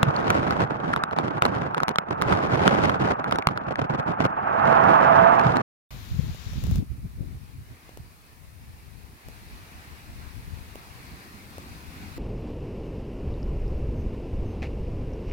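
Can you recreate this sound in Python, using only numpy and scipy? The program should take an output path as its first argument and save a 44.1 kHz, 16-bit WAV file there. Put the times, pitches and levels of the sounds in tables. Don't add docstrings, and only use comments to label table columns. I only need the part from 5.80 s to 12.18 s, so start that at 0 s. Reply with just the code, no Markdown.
import sys
import numpy as np
from scipy import signal
from scipy.fft import rfft, irfft, next_fast_len
from scipy.io import wavfile
from scipy.ndimage import uniform_filter1d, map_coordinates

SR = 44100
rng = np.random.default_rng(int(sys.argv[2]) if len(sys.argv) > 2 else 0)


def inscribe(sig):
    pcm = np.round(np.clip(np.atleast_2d(sig).T, -1, 1) * 32767)
    wavfile.write(sys.argv[1], SR, pcm.astype(np.int16))


N = 281358

# time_s, level_db
MIC_HISS_LEVEL = [(.1, -63), (.95, -58), (1.05, -60), (3.45, -58.5), (3.55, -56.5), (6.38, -54.5)]
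SIZZLE_LEVEL = [(.1, -57), (.4, -59.5), (.6, -61), (.9, -61), (.99, -58), (1.05, -90)]
# pitch_hz, gain_db
MIC_HISS_LEFT_TONE = [(300, 1), (5000, -2), (7800, -2.5), (9500, 0.5), (13500, -0.5), (16000, -3.5)]
MIC_HISS_RIGHT_TONE = [(300, 5), (2600, -5), (3300, -20), (4800, -3), (7500, -6), (9000, 0.5), (13000, 0),
                       (16000, -0.5)]
SIZZLE_TONE = [(7500, -45), (8800, -3), (10700, -2), (11900, 1), (14000, 4), (16000, -9.5)]

# time_s, level_db
DISTANT_LEVEL = [(.11, -50), (.93, -53), (1.05, -60), (2.1, -55.5), (2.4, -58.5), (3.42, -54.5),
                 (3.53, -51.5), (5.7, -49), (6.37, -46.5)]
# time_s, gain_db
ROAR_GAIN = [(1.1, -5), (2.4, -6), (5.2, -2), (5.9, 0.5)]
# pitch_hz, gain_db
RUSH_LEFT_TONE = [(100, -30), (400, 0), (580, -6), (740, -2.5), (860, -2.5), (1080, 0.5), (1500, -2.5),
                  (2500, -2.5), (3100, -9), (4200, -6), (5800, -13), (7600, -17.5), (15000, -42)]
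RUSH_RIGHT_TONE = [(100, -17), (400, -3), (590, -4), (740, 0), (850, -2.5), (1060, 0), (1500, -2.5),
                   (2550, -2.5), (3150, -13), (4400, -9.5), (5800, -16), (7600, -19.5), (15000, -31)]
ROAR_TONE = [(25, -16), (70, 2.5), (130, 1), (230, 0), (310, -2), (420, -13.5), (600, -28), (1200, -63)]
# pitch_hz, likeness (1 same, -1 opposite)
PORT_LIKENESS = [(250, 0.98), (550, 0.73), (700, 0.39), (850, 0.17), (1050, -0.47), (1400, -0.58),
                 (1900, 0.085), (2400, 0.36), (3500, -0.097)]

# time_s, level_db
LEFT_HISS_LEVEL = [(.1, -49.5), (.5, -47), (.8, -45.5), (.98, -46.5), (1.03, -69), (1.1, -100)]
WHISTLE_LEVEL = [(.5, -90), (.6, -58), (.77, -57), (.87, -90)]
# pitch_hz, gain_db
LEFT_HISS_TONE = [(400, -15), (1100, -2.5), (2000, -5), (3000, -2), (3700, 0), (5000, -4.5), (7250, -6.5),
                  (8200, -22), (11000, -23), (16000, -20)]

# start_s, snap_gain_db, knock_gain_db,
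# right_vs_left_db
TICKS = [(.547, -46, -37.5, 12), (0.734, -33, -26.5, -16), (0.8394, -23, -25, -10), (.869, -27, -26, -13),
         (0.9124, -24, -23, -11), (0.9588, -22, -27, -16), (2.0925, -40, -30.5, 2), (2.1737, -31, -27, 0.5),
         (3.4859, -31.5, -29, 0.5), (4.9567, -30, -24, 2), (5.7825, -28, -20.5, -2)]
# pitch_hz, left_db, right_db, fade_s (time to fall by 60 dB)
CASE_RINGS = [(1130, -1, -4, 0.0016), (2720, -13, -4.5, 0.0026), (6240, 4, -14, 0.00063),
              (10850, -0.5, 0.5, 0.0007), (14200, -3, -11, 0.0011)]

# middle_s, level_db, half_length_s, port (0 left, 1 right)
FLURRIES = [(0.399, -37, 0.0064, 0), (0.875, -43, 0.036, 1), (1.007, -37, 0.019, 1),
            (1.025, -32, 0.0059, 0), (1.255, -44.5, 0.0079, 1), (1.421, -42, 0.026, 1),
            (1.53, -51.5, 0.04, 1)]
# middle_s, peak_db, pitch_hz, port (0 left, 1 right)
STRONG_EDDIES = [(.32, -17, 89, 1), (0.346, -22.5, 129, 0), (0.3948, -8, 135, 0), (.496, -19, 141, 0),
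                 (0.672, -19.5, 91, 0), (0.782, -15.5, 145, 1), (0.896, -12.5, 134, 1), (.927, -9.5, 91, 0),
                 (.988, -11, 158, 1), (1.026, -19.5, 214, 0), (1.256, -23.5, 142, 0),
                 (1.409, -22.5, 129, 0), (2.204, -29, 113, 1), (4.739, -22.5, 87, 0)]
# pitch_hz, gain_db
FLURRY_TONE = [(60, -20), (170, -4), (280, -0.5), (420, -6.5), (600, -19), (1000, -33), (3000, -90)]
RUMBLE_TONE = [(12, -30), (25, -12), (42, -4), (68, 1.5), (100, -2), (150, -10), (210, -19), (300, -24),
               (450, -36.5), (900, -67), (2000, -100)]
# time_s, strength_db
BREEZE = [(.11, -42), (.3, -32.5), (.55, -37), (1.0, -31.5), (1.33, -43), (1.68, -40.5), (2.03, -50.5),
          (2.48, -54), (2.85, -45), (3.25, -45.5), (3.41, -56), (3.49, -42.5), (4.15, -46), (4.4, -41.5),
          (5.1, -47), (5.7, -49), (6.3, -41)]
# middle_s, left_db, right_db, half_length_s
GUSTS = [(0.458, -28, -36, 0.054), (0.767, -36, -28.5, 0.044), (0.862, -23.5, -20.5, 0.024),
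         (0.942, -22.5, -23, 0.056), (1.119, -44, -26.5, 0.012), (1.252, -30.5, -33, .022),
         (1.454, -29.5, -50, 0.063), (1.558, -40, -34.5, 0.019), (1.79, -35.5, -39.5, 0.037),
         (1.92, -43, -38, .018), (2.204, -42, -44, 0.051), (2.645, -39.5, -63, 0.029),
         (3.48, -40.5, -45, .02), (3.739, -41, -36, 0.017), (3.972, -43, -40, 0.018),
         (4.572, -35, -57, 0.031), (4.753, -33.5, -50, 0.065), (5.334, -39.5, -37.5, 0.021)]


def amp(db):
    return 10 ** (np.asarray(db) / 20)


def unit(x):
    return x / np.sqrt(np.mean(x ** 2, axis=-1, keepdims=True) + 1e-20)


def at_pitch(table, hz):
    pitches, values = np.transpose(table)
    return np.interp(np.log(hz + 1), np.log(pitches + 1), values)


def over_time(table):
    times, values = np.transpose(table)
    return np.interp(np.arange(N) / SR, times, values)


def wobble(per_s):
    points = rng.standard_normal(int(N * per_s / SR) + 4)
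    return map_coordinates(points, [np.arange(N) * per_s / SR])


def filtered(x, response):
    size = next_fast_len(N + SR // 2)
    return irfft(rfft(x, size) * response(np.fft.rfftfreq(size, 1 / SR)), size)[..., :N]


def coloured(x, tone):
    return unit(filtered(x, lambda hz: amp(at_pitch(tone, hz))))


def white():
    return rng.standard_normal((2, N))


def microphone_hiss():
    left, right = white()
    hiss = np.array([coloured(left, MIC_HISS_LEFT_TONE), coloured(right, MIC_HISS_RIGHT_TONE)])
    sizzle = coloured(white(), SIZZLE_TONE)
    return amp(over_time(MIC_HISS_LEVEL)) * hiss + amp(over_time(SIZZLE_LEVEL)) * sizzle


def all_around(lag_s=.00005):
    def shares(hz):
        angle = np.arccos(np.clip(at_pitch(PORT_LIKENESS, hz), -1, 1)) / 2
        return np.array([np.cos(angle), np.sin(angle)])
    shared, opposite = filtered(white(), shares)
    right = filtered(shared - opposite, lambda hz: np.exp(-2j * np.pi * hz * lag_s))
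    return np.array([shared + opposite, right])


def patchy(x, depth_db=1.4):
    grid = signal.stft(x, nperseg=1024)[2]
    patches = uniform_filter1d(rng.standard_normal(grid.shape[1:]), size=6, axis=0)
    patches = uniform_filter1d(patches, size=7, axis=1)
    return signal.istft(grid * amp(depth_db * patches / patches.std()))[1][:, :N]


def distant_air(right_db=-0.86, rush_sway_db=1.0, roar_sway_db=3.0):
    left, right = patchy(all_around())
    rush = np.array([coloured(left, RUSH_LEFT_TONE), amp(right_db) * coloured(right, RUSH_RIGHT_TONE)])
    roar = coloured(all_around(), ROAR_TONE)
    rush *= amp(rush_sway_db * wobble(per_s=12))
    roar *= amp(over_time(ROAR_GAIN) + roar_sway_db * wobble(per_s=9.1))
    return amp(over_time(DISTANT_LEVEL)) * (rush + roar)


def left_hiss(whistle_hz=5611):
    hiss = amp(over_time(LEFT_HISS_LEVEL)) * coloured(rng.standard_normal(N), LEFT_HISS_TONE)
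    whistle = np.sqrt(2) * np.sin(2 * np.pi * whistle_hz * np.arange(N) / SR)
    return np.array([hiss + amp(over_time(WHISTLE_LEVEL)) * whistle, np.zeros(N)])


def ringing(t, hz, fade_s):
    return -np.sin(2 * np.pi * hz * t) * amp(-60 * t / fade_s)


def case_ticks(rise_s=0.00015, lag_s=.00025, boost_db=1):
    out, t = np.zeros((2, N)), np.arange(SR // 50) / SR
    knock = ringing(t, hz=560, fade_s=0.0044) * (1 - np.exp(-t / rise_s))
    for start_s, snap_db, knock_db, right_db in TICKS:
        for port in range(2):
            start = round((start_s + port * lag_s) * SR)
            snap = sum(amp(port_db[port] + rng.standard_normal()) * ringing(t, hz, fade_s)
                       for hz, *port_db, fade_s in CASE_RINGS)
            tick = amp(snap_db) * snap + amp(knock_db) * knock
            out[port, start:start + len(t)] += amp(boost_db + port * right_db) * tick
    return out


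def churn(tone, even_s):
    pressure = coloured(white(), tone)
    power = uniform_filter1d(pressure ** 2, max(int(even_s * SR), 2), axis=1)
    return unit(pressure / np.sqrt(np.abs(power) + 1e-6))


def flurries():
    strength, t = np.zeros((2, N)), np.arange(N) / SR
    for middle_s, level_db, half_length_s, port in FLURRIES:
        strength[int(port)] += amp(level_db) * np.exp(-.5 * ((t - middle_s) / half_length_s) ** 2)
    return strength * churn(FLURRY_TONE, even_s=.03)


def eddy(t, hz, width_cycles=0.45):
    return -np.cos(2 * np.pi * hz * t) * np.exp(-.5 * (hz * t / width_cycles) ** 2)


def strong_eddies():
    out, t = np.zeros((2, N)), np.arange(N) / SR
    for middle_s, peak_db, pitch_hz, port in STRONG_EDDIES:
        out[int(port)] += amp(peak_db) * eddy(t - middle_s, pitch_hz)
    return out


def small_eddies(per_s=60, pitch_hz=174, pitch_spread=0.2, scatter_db=2.5):
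    count = per_s * N // SR
    pitch, strength = rng.standard_normal((count, 2)).clip(-2, 2).T
    middles = ((np.arange(count) + rng.random(count)) * N / count).astype(int)
    offsets = np.arange(-(SR // 40), SR // 40)
    places = (middles[:, None] + offsets) % N
    hz = pitch_hz * np.exp(pitch_spread * pitch)
    pulses = amp(scatter_db * strength)[:, None] * eddy(offsets / SR, hz[:, None])
    return unit(np.bincount(places.ravel(), pulses.ravel(), N))


def wind_strength_db(shelter_db=-4.5, left_puff_db=3, right_puff_db=7, puffs_per_s=15):
    left = left_puff_db * wobble(puffs_per_s)
    right = shelter_db + right_puff_db * np.minimum(wobble(puffs_per_s), 1)
    power = amp(over_time(BREEZE) + np.array([left, right])) ** 2
    t = np.arange(N) / SR
    for middle_s, left_db, right_db, half_length_s in GUSTS:
        power += amp([[left_db], [right_db]]) ** 2 * np.exp(-((t - middle_s) / half_length_s) ** 2)
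    return 10 * np.log10(power)


def wind_buffeting(rumble_db=-1.5, flutter_db=-10.5, lumps_db=3, brighten=0.21, strong_wind_db=-25):
    wind_db = wind_strength_db()
    lumps = amp(lumps_db * np.array([wobble(per_s=35), wobble(per_s=35)]).clip(-2, 1.5))
    rumble = unit(lumps * churn(RUMBLE_TONE, even_s=0.0555))
    flutter = unit(np.sqrt(lumps) * np.array([small_eddies(), small_eddies()]))
    flutter *= amp(brighten * (wind_db - strong_wind_db))
    return amp(wind_db + rumble_db) * rumble + amp(wind_db + flutter_db) * flutter


def scene():
    wind = wind_buffeting() + strong_eddies() + flurries()
    return wind + distant_air() + microphone_hiss() + left_hiss() + case_ticks()


def record(dry, start_s=.106, top_hz=15900):
    is_open = np.arange(N) / SR > start_s
    return filtered(dry * is_open, lambda hz: hz < top_hz)


dry = scene()
out = record(dry)
inscribe(out)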